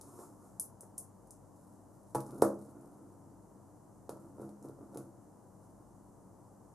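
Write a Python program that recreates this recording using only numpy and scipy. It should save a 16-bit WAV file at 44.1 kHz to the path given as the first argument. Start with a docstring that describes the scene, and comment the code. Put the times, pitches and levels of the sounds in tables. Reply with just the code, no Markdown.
"""Over the steady noise of a small, quiet room, a hand brushes past. Small magnetic balls snap
together with bright clicks as hands join them into a shell, which ticks faintly as fingers bend it.
After two seconds the hollow shell pops into shape, knocks on the table and rolls a little; the
tabletop rings. After four seconds it is tipped over and rolls on its rim, knocking and rattling.
One last faint bend ends the scene."""
import sys
import numpy as np
from scipy import signal
from scipy.fft import rfft, irfft
from scipy.io import wavfile

SR = 44100
rng = np.random.default_rng(int(sys.argv[2]) if len(sys.argv) > 2 else 0)


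def to_wav(sig):
    """Store sig (one row per channel, or 1-D mono) as 16-bit WAV at the path in sys.argv[1].

    Samples outside -1..1 are clipped; the rate is SR.
    """
    pcm = np.clip(np.atleast_2d(sig), -1, 1) * 32767
    pcm = np.round(pcm).astype(np.int16)
    wavfile.write(sys.argv[1], SR, pcm.T)  # frames by channels


N = 297448
FREQS_HZ = np.fft.rfftfreq(N, 1 / SR)


def amp(db):
    """Turns decibels into a number to multiply a sound by."""
    return 10 ** (np.asarray(db) / 20)


def unit_level(x):
    """Scales a sound so that its average (rms) level is 1."""
    return x / np.sqrt(np.mean(x ** 2) + 1e-20)


def look_up(table, hz):
    """Reads a table's value at any pitch, sliding between its rows."""
    pitches, values = np.transpose(table)
    return np.interp(np.log(hz + 1), np.log(pitches + 1), values)


def add(mix, start_s, sound):
    """Lays a sound into the mix at start_s."""
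    part = mix[max(round(start_s * SR), 0):][:len(sound)]
    part += sound[:len(part)]


def with_tone(x, tone):
    """Makes each pitch as strong as a tone table says, then sets the average level to 1."""
    return unit_level(irfft(rfft(x) * amp(look_up(tone, FREQS_HZ)), N))


def pulse(tone_db, size=4096):
    """The shortest sudden tap that has the given tone, with a peak of 1."""
    log_gain = np.log(amp(np.maximum(tone_db(abs(np.fft.fftfreq(size, 1 / SR))), -100)))
    wave = np.fft.ifft(np.exp(np.conj(signal.hilbert(log_gain)))).real[:size // 2]
    return wave / abs(wave).max()


def grains(per_s, spread_db):
    """A random stream of tiny impacts of uneven size."""
    sizes = amp(spread_db * np.minimum(rng.exponential(1, N), 3)) * rng.choice([-1, 1], N)
    return unit_level(sizes * (rng.random(N) < per_s / SR))


def movements(rows):
    """Strength over time of movements that each gather speed, peak and die away."""
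    power = np.zeros(N)
    for peak_s, rise_s, settle_s, level_db in rows:
        t = np.arange(N) / SR - peak_s
        fade = np.where(t < 0, (t / rise_s) ** 2, t / settle_s)
        power += (amp(level_db) * np.exp(-np.minimum(fade, 30))) ** 2
    return np.sqrt(power)


def pan(sound, balance):
    """Leans each pitch a little to the left or right."""
    left_gain = amp(look_up(balance, FREQS_HZ) / 2)
    return irfft(rfft(sound) * np.array([left_gain, 1 / left_gain]), N)


# How alike left and right are for sound from all around: pitch_hz, likeness (0 to 1)
LIKENESS = [(40, 0.35), (90, 0.29), (150, 1), (400, 0.51), (1500, 0.94), (4000, 0.89), (9000, 0.18),
            (14000, 0.64)]
def surrounding_noise(size):
    """Noise from all around, heard at two microphone openings close together."""
    left, unrelated = rfft(rng.standard_normal((2, size)))
    likeness = np.clip(look_up(LIKENESS, np.fft.rfftfreq(size, 1 / SR)), 0, 1)
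    right = likeness * left + np.sqrt(1 - likeness ** 2) * unrelated
    return irfft(np.array([left, right]), size)


def waver():
    """A slow, random wobble around zero."""
    t = np.arange(N) / SR
    waves = sum(np.sin(2 * np.pi * (hz * t + rng.random())) for hz in np.geomspace(0.8, 8, 20))
    return 0.3 * unit_level(waves)


# Tone of the low room noise: pitch_hz, level_db
AIR_TONE = [(15, -53), (25, -11.5), (38, -34), (53, -6.5), (70, -23), (87, -8.5), (149, -5), (168, -10),
            (192, -0.5), (248, -9.5), (284, -4), (395, -12), (571, -12), (984, -15), (2600, -51.5),
            (3380, -62.5), (5720, -120)]
# Tone of the microphone hiss: pitch_hz, level_db
HISS_TONE = [(1530, -103), (2600, -16), (2890, -10), (3420, -14.5), (4130, -9.5), (4920, -4.5), (6570, 3.5),
             (9610, 5.5), (14400, -7), (16000, -28)]
# Notes in the hum: pitch_hz, level_db
HUM_NOTES = [(49.5, -82.5), (99.8, -69), (121, -74), (298, -72.5)]
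# Which side the background leans to: pitch_hz, left_minus_right_db
BACKGROUND_BALANCE = [(60, 8.5), (130, 4), (300, 0.5), (1000, 1.9), (4000, -1), (8000, 0), (13000, -0.5)]
def background(air_db=-59, hiss_db=-75):
    """Low room noise, a faint wavering hum and microphone hiss go on throughout."""
    hum, t = np.zeros(N), np.arange(N) / SR
    for pitch_hz, level_db in HUM_NOTES:
        strength = amp(level_db) * np.sqrt(2) * (1 + waver())
        hum += strength * np.sin(2 * np.pi * pitch_hz * t + 2 * waver())
    air = amp(air_db) * with_tone(surrounding_noise(N), AIR_TONE)
    hiss = amp(hiss_db) * with_tone(surrounding_noise(N), HISS_TONE)
    return pan(air + hiss + hum, BACKGROUND_BALANCE)


# Strokes of the hand: peak_s, rise_s, settle_s, level_db
HAND_STROKES = [(0.09, 0.096, 0.18, -56), (0.215, 0.065, 0.052, -51), (0.44, .04, 0.12, -61.5)]
# Tone of sliding skin: pitch_hz, level_db
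SKIN_TONE = [(60, -25), (280, 15.5), (600, -1), (1200, 0), (2000, -29), (3000, -34), (4500, -23.5),
             (6500, -13.5), (10000, -11), (12500, -14), (15500, -53)]
def hand_brush(gain_db=-3):
    """Sliding skin catches and slips thousands of times a second."""
    slips = with_tone(grains(per_s=4000, spread_db=1.5), SKIN_TONE)
    return amp(gain_db) * movements(HAND_STROKES) * slips


# Ball meets ball: start_s, level_db, pitch_hz, grip (0 loose to 1 held tightly by the shell)
BALL_SNAPS = [(0.0131, -38, 8100, 0.33), (0.5982, -18.5, 10100, 0.08), (0.8087, -36, 8800, 0),
              (0.979, -37, 9600, .05), (0.9816, -24.5, 9160, 0), (1.2724, -54, 9500, 0.2),
              (1.308, -38.5, 8100, 0.04), (2.1482, -36.5, 9200, 0.5), (2.154, -30.5, 9050, .75),
              (2.2054, -36.5, 10400, 1), (2.265, -47.5, 7500, 0.1), (2.309, -46.5, 7800, 1),
              (2.421, -23.5, 9800, 0.96), (2.4483, -33.5, 10000, 0.6), (2.812, -54, 9500, .1),
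              (4.0943, -35.5, 7500, 1), (4.4927, -52, 7500, .9), (4.6272, -49.5, 7150, 0),
              (4.687, -51, 8000, .75), (4.947, -47.5, 8450, 0.8), (4.9737, -36, 9300, 0.8)]
# Tone that all the clicks share: pitch_hz, level_db
CLICK_TONE = [(300, -28), (1500, -1), (2800, -11.5), (4000, -2.5), (6000, -1), (7500, -4), (10000, 3),
              (12000, 1), (13200, -1), (14500, -17), (16000, -5)]
def ball_snaps(gain_db=2, smear_s=0.00129, smear_centre_hz=9500):
    """The balls are too small to ring audibly, so each hit gives one very short, bright click."""
    loose_width_hz, held_width_hz = 3700, 12000  # a tightly held ball gives a wider range of pitches
    loose_low_hz, held_low_hz = 5640, 1680  # and its click reaches lower
    clicks = np.zeros(N)
    for start_s, level_db, pitch_hz, grip in BALL_SNAPS:
        width_hz = loose_width_hz * (held_width_hz / loose_width_hz) ** grip
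        low_hz = loose_low_hz * (held_low_hz / loose_low_hz) ** grip
        hump_db = lambda hz: -20 * np.log10(1 + 2 * ((hz - pitch_hz) / width_hz) ** 2)
        low_cut_db = lambda hz: -10 * np.log10(1 + (low_hz / (hz + 1)) ** 10)
        click = pulse(lambda hz: look_up(CLICK_TONE, hz) + hump_db(hz) + low_cut_db(hz))
        add(clicks, start_s, amp(level_db) * click)
    # the shock spreads out in time as it runs through the joined balls
    smear = np.exp(-1j * np.pi * smear_s * (FREQS_HZ - smear_centre_hz) ** 2 / smear_centre_hz)
    return amp(gain_db) * irfft(rfft(clicks) * smear, N)


# The shell hits the table: start_s, level_db, dull_above_hz, push_db (compared with the knock)
SHELL_KNOCKS = [(0.1907, -42.5, 1400, -18), (0.8327, -47.5, 2030, -8), (2.149, -24.5, 1490, -19),
                (2.1552, -24, 1250, -6), (2.1990, -42, 497, -23), (2.4229, -8, 894, -20.5),
                (4.0928, -30, 1027, -15.5), (4.3830, -42, 694, -22), (4.397, -39, 500, -24),
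                (4.4180, -36, 398, -17), (4.4420, -46, 600, -10), (4.4915, -43, 750, -18),
                (4.6490, -37, 420, -14), (4.696, -39.5, 400, -28), (4.7890, -47, 885, -11),
                (4.9580, -35.5, 497, -11), (4.9732, -37.5, 500, -4)]
# Tone of a knock: pitch_hz, level_db
KNOCK_TONE = [(30, -65.5), (60, -35), (90, -12.5), (130, -7.5), (250, -4.5), (460, 5), (650, -0.5),
              (1000, -7.5), (1400, -13), (1900, -20.5), (2600, -40), (6000, -56), (16000, -84)]
def shell_knocks(push_hz=122, push_fade_s=0.087, push_rise_s=0.0033):
    """The shell hits the table, duller when the contact is soft; the hands add a low push."""
    thuds, t = np.zeros(N), np.arange(SR // 4) / SR
    push = np.sin(2 * np.pi * push_hz * t) * amp(-60 * t / push_fade_s)
    push *= 1 - np.exp(-(t / push_rise_s) ** 2)
    push = signal.sosfilt(signal.butter(3, 75, "highpass", fs=SR, output="sos"), push)
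    for start_s, level_db, dull_above_hz, push_db in SHELL_KNOCKS:
        knock = pulse(lambda hz: look_up(KNOCK_TONE, hz) - 10 * np.log10(1 + (hz / dull_above_hz) ** 4))
        add(thuds, start_s, amp(level_db) * knock)
        add(thuds, start_s, amp(level_db + push_db) * push)
    return thuds


# Tone of many balls ticking together: pitch_hz, level_db
TICKING_TONE = [(300, -38), (1500, -7), (2700, -43), (3800, -6), (6500, 1.5), (10000, 6.5), (12000, 6.5),
                (15500, -49)]
def shell_clatter(gain_db=-22, fade_s=0.02, fully_hard_hz=1100):
    """Each knock jolts the shell: many balls tick at once, louder when the contact is hard."""
    jolts, t = np.zeros(N), np.arange(SR // 4) / SR
    for start_s, level_db, dull_above_hz, _ in SHELL_KNOCKS:
        hardness = min(dull_above_hz / fully_hard_hz, 1) ** 2
        add(jolts, start_s, hardness * amp(level_db + gain_db - 60 * t / fade_s))
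    return jolts * with_tone(grains(per_s=6800, spread_db=8), TICKING_TONE)


# Low notes of the tabletop in the room: pitch_hz, level_db, fade_s (time to drop by 60 dB)
TABLETOP_NOTES = [(134.8, -14.5, .34), (204.8, -20, 0.81), (280, -21, 0.47), (327, -19, 0.44),
                  (340, -24.5, 0.47), (399.4, -23.5, 0.24), (417.6, -29.5, 0.12), (477.6, -17, 0.22),
                  (546, -21, 0.3), (577, -27.5, 0.41), (619, -24, 0.34), (668, -22.5, 0.26),
                  (764, -22.5, 0.16), (875, -19, 0.15), (967, -14.5, 0.21), (955, -23, 0.095),
                  (1153, -29, .22), (1097, -19.5, 0.33), (1358, -14, 0.19)]
def tabletop_ring(thuds, build_s=0.01):
    """The tabletop's notes build up after each thud and ring on; neighbours swing opposite ways."""
    ring, t = np.zeros(SR), np.arange(SR) / SR
    for k, (pitch_hz, level_db, fade_s) in enumerate(TABLETOP_NOTES):
        ring += (-1) ** k * amp(level_db - 60 * t / fade_s) * np.cos(2 * np.pi * pitch_hz * t)
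    ring *= 1 - np.exp(-t / build_s)
    step_ms = 1000 / SR
    return step_ms * signal.fftconvolve(thuds, ring)[:N]


# Fingers bend the shell: peak_s, half_length_s, level_db
SHELL_BENDS = [(1.646, 0.11, -75), (2.254, 0.31, -74.5), (2.616, 0.096, -72), (2.9, 0.18, -87),
               (5.68, 0.099, -80)]
def shell_rattle(gain_db=-3, roll_share_db=-23):
    """Rows of balls tick against each other whenever the shell bends or rolls."""
    bending = movements([(peak_s, half_s, half_s, db) for peak_s, half_s, db in SHELL_BENDS])
    rolling = amp(roll_share_db) * movements(SHELL_ROLLS)
    ticks = with_tone(grains(per_s=540, spread_db=7.5), TICKING_TONE)
    return amp(gain_db) * np.hypot(bending, rolling) * ticks


# The shell pops into shape: start_s, level_db
SHELL_POPS = [(2.148, -35), (2.1552, -29.5)]
def shell_pops(pitch_hz=848, fade_s=0.05):
    """The hollow shell rings briefly as it pops into shape."""
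    pops, t = np.zeros(N), np.arange(SR // 4) / SR
    ring = np.sin(2 * np.pi * pitch_hz * t) * amp(-60 * t / fade_s)
    for start_s, level_db in SHELL_POPS:
        add(pops, start_s, amp(level_db) * ring)
    return pops


# The shell rolls on the table: peak_s, rise_s, settle_s, level_db
SHELL_ROLLS = [(2.34, 0.082, 0.26, -48), (2.8, 0.089, 0.42, -58), (4.14, 0.028, 0.22, -54.5),
               (4.425, 0.043, 0.04, -47.5), (4.66, 0.05, 0.054, -52), (4.815, 0.033, .1, -56),
               (4.97, 0.051, 0.057, -47.5)]
# Tone of one ball rolling on the table: pitch_hz, level_db
ROLL_TONE = [(40, -51), (80, -19), (130, -3), (205, -0.5), (300, 3), (430, -5), (600, -7), (1000, -18),
             (1400, -21.5), (2000, -46), (3000, -51.5), (8000, -74.5)]
def shell_roll(gain_db=-2):
    """Ball after ball touches the table, and the small bumps blur into a rumble."""
    bump = pulse(lambda hz: look_up(ROLL_TONE, hz))
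    bumps = signal.fftconvolve(grains(per_s=400, spread_db=2), bump)[:N]
    return amp(gain_db) * movements(SHELL_ROLLS) * unit_level(bumps)


# Echoes from nearby surfaces: delay_s, level_db, dull_above_hz
NEAR_ECHOES = [(.0023, -14, 14100), (.0047, -47, 8900), (.0070, -11, 2500), (0.0171, -15.5, 2000),
               (0.0354, -13, 1500)]
# How long the room's tail takes to drop by 60 dB: pitch_hz, fade_s
TAIL_FADE = [(120, 0.28), (350, 0.44), (900, 0.34), (2500, 0.19), (6000, 0.24), (10000, 0.19),
             (15000, 0.21)]
# Strength of that tail compared with the direct sound: pitch_hz, level_db
TAIL_TONE = [(100, -6), (240, -12), (400, -5), (700, -7), (1200, 3), (4000, -2.5), (10000, 4),
             (15000, -4.5)]
def room(sound, tail_rise_s=0.0004):
    """Sound bounces off a few close surfaces, then blurs into a short tail of echoes."""
    near = sound.copy()
    for delay_s, level_db, dull_above_hz in NEAR_ECHOES:
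        smoothing = np.exp(-2 * np.pi * dull_above_hz / SR)
        add(near, delay_s, amp(level_db) * signal.lfilter([1 - smoothing], [1, -smoothing], sound))
    hz, t, noise = signal.stft(surrounding_noise(SR), SR, nperseg=256)
    fade_s = look_up(TAIL_FADE, hz)[:, None]
    equal_energy = np.sqrt(2 * np.log(1000) / (fade_s * SR))  # a longer fade adds no energy
    fading = amp(look_up(TAIL_TONE, hz)[:, None] - 60 * t / fade_s)
    tail = signal.istft(noise * equal_energy * fading, SR, nperseg=256)[1]
    tail *= 1 - np.exp(-(np.arange(tail.shape[1]) / SR / tail_rise_s) ** 2)
    return near + signal.fftconvolve(sound[None], tail, axes=1)[:, :N]


# Which side the close sounds lean to: pitch_hz, left_minus_right_db
CLOSE_BALANCE = [(100, 1), (500, -0.6), (1000, -0.5), (5000, 1), (9000, 3), (12500, -1.5)]
def scene():
    """Hands, balls and shell sound in the room; knocks, pops and rolls also set the table ringing."""
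    thuds = shell_knocks() + shell_pops() + shell_roll()
    clicks = ball_snaps() + shell_rattle() + shell_clatter()
    close_sounds = room(hand_brush() + clicks + thuds) + tabletop_ring(thuds)
    return pan(close_sounds, CLOSE_BALANCE) + background()


def record(dry, lag_s=7e-6, top_hz=15500):
    """Sound reaches the right side a moment before the left, and the highest treble is cut off."""
    half_delay = np.exp(-1j * np.pi * FREQS_HZ * lag_s)
    stereo = irfft(rfft(dry) * np.array([half_delay, 1 / half_delay]), N)
    treble_cut = signal.firwin(255, top_hz, window=("kaiser", 8), fs=SR)
    return signal.oaconvolve(stereo, treble_cut[None], "same")


dry = scene()
out = record(dry)
to_wav(out)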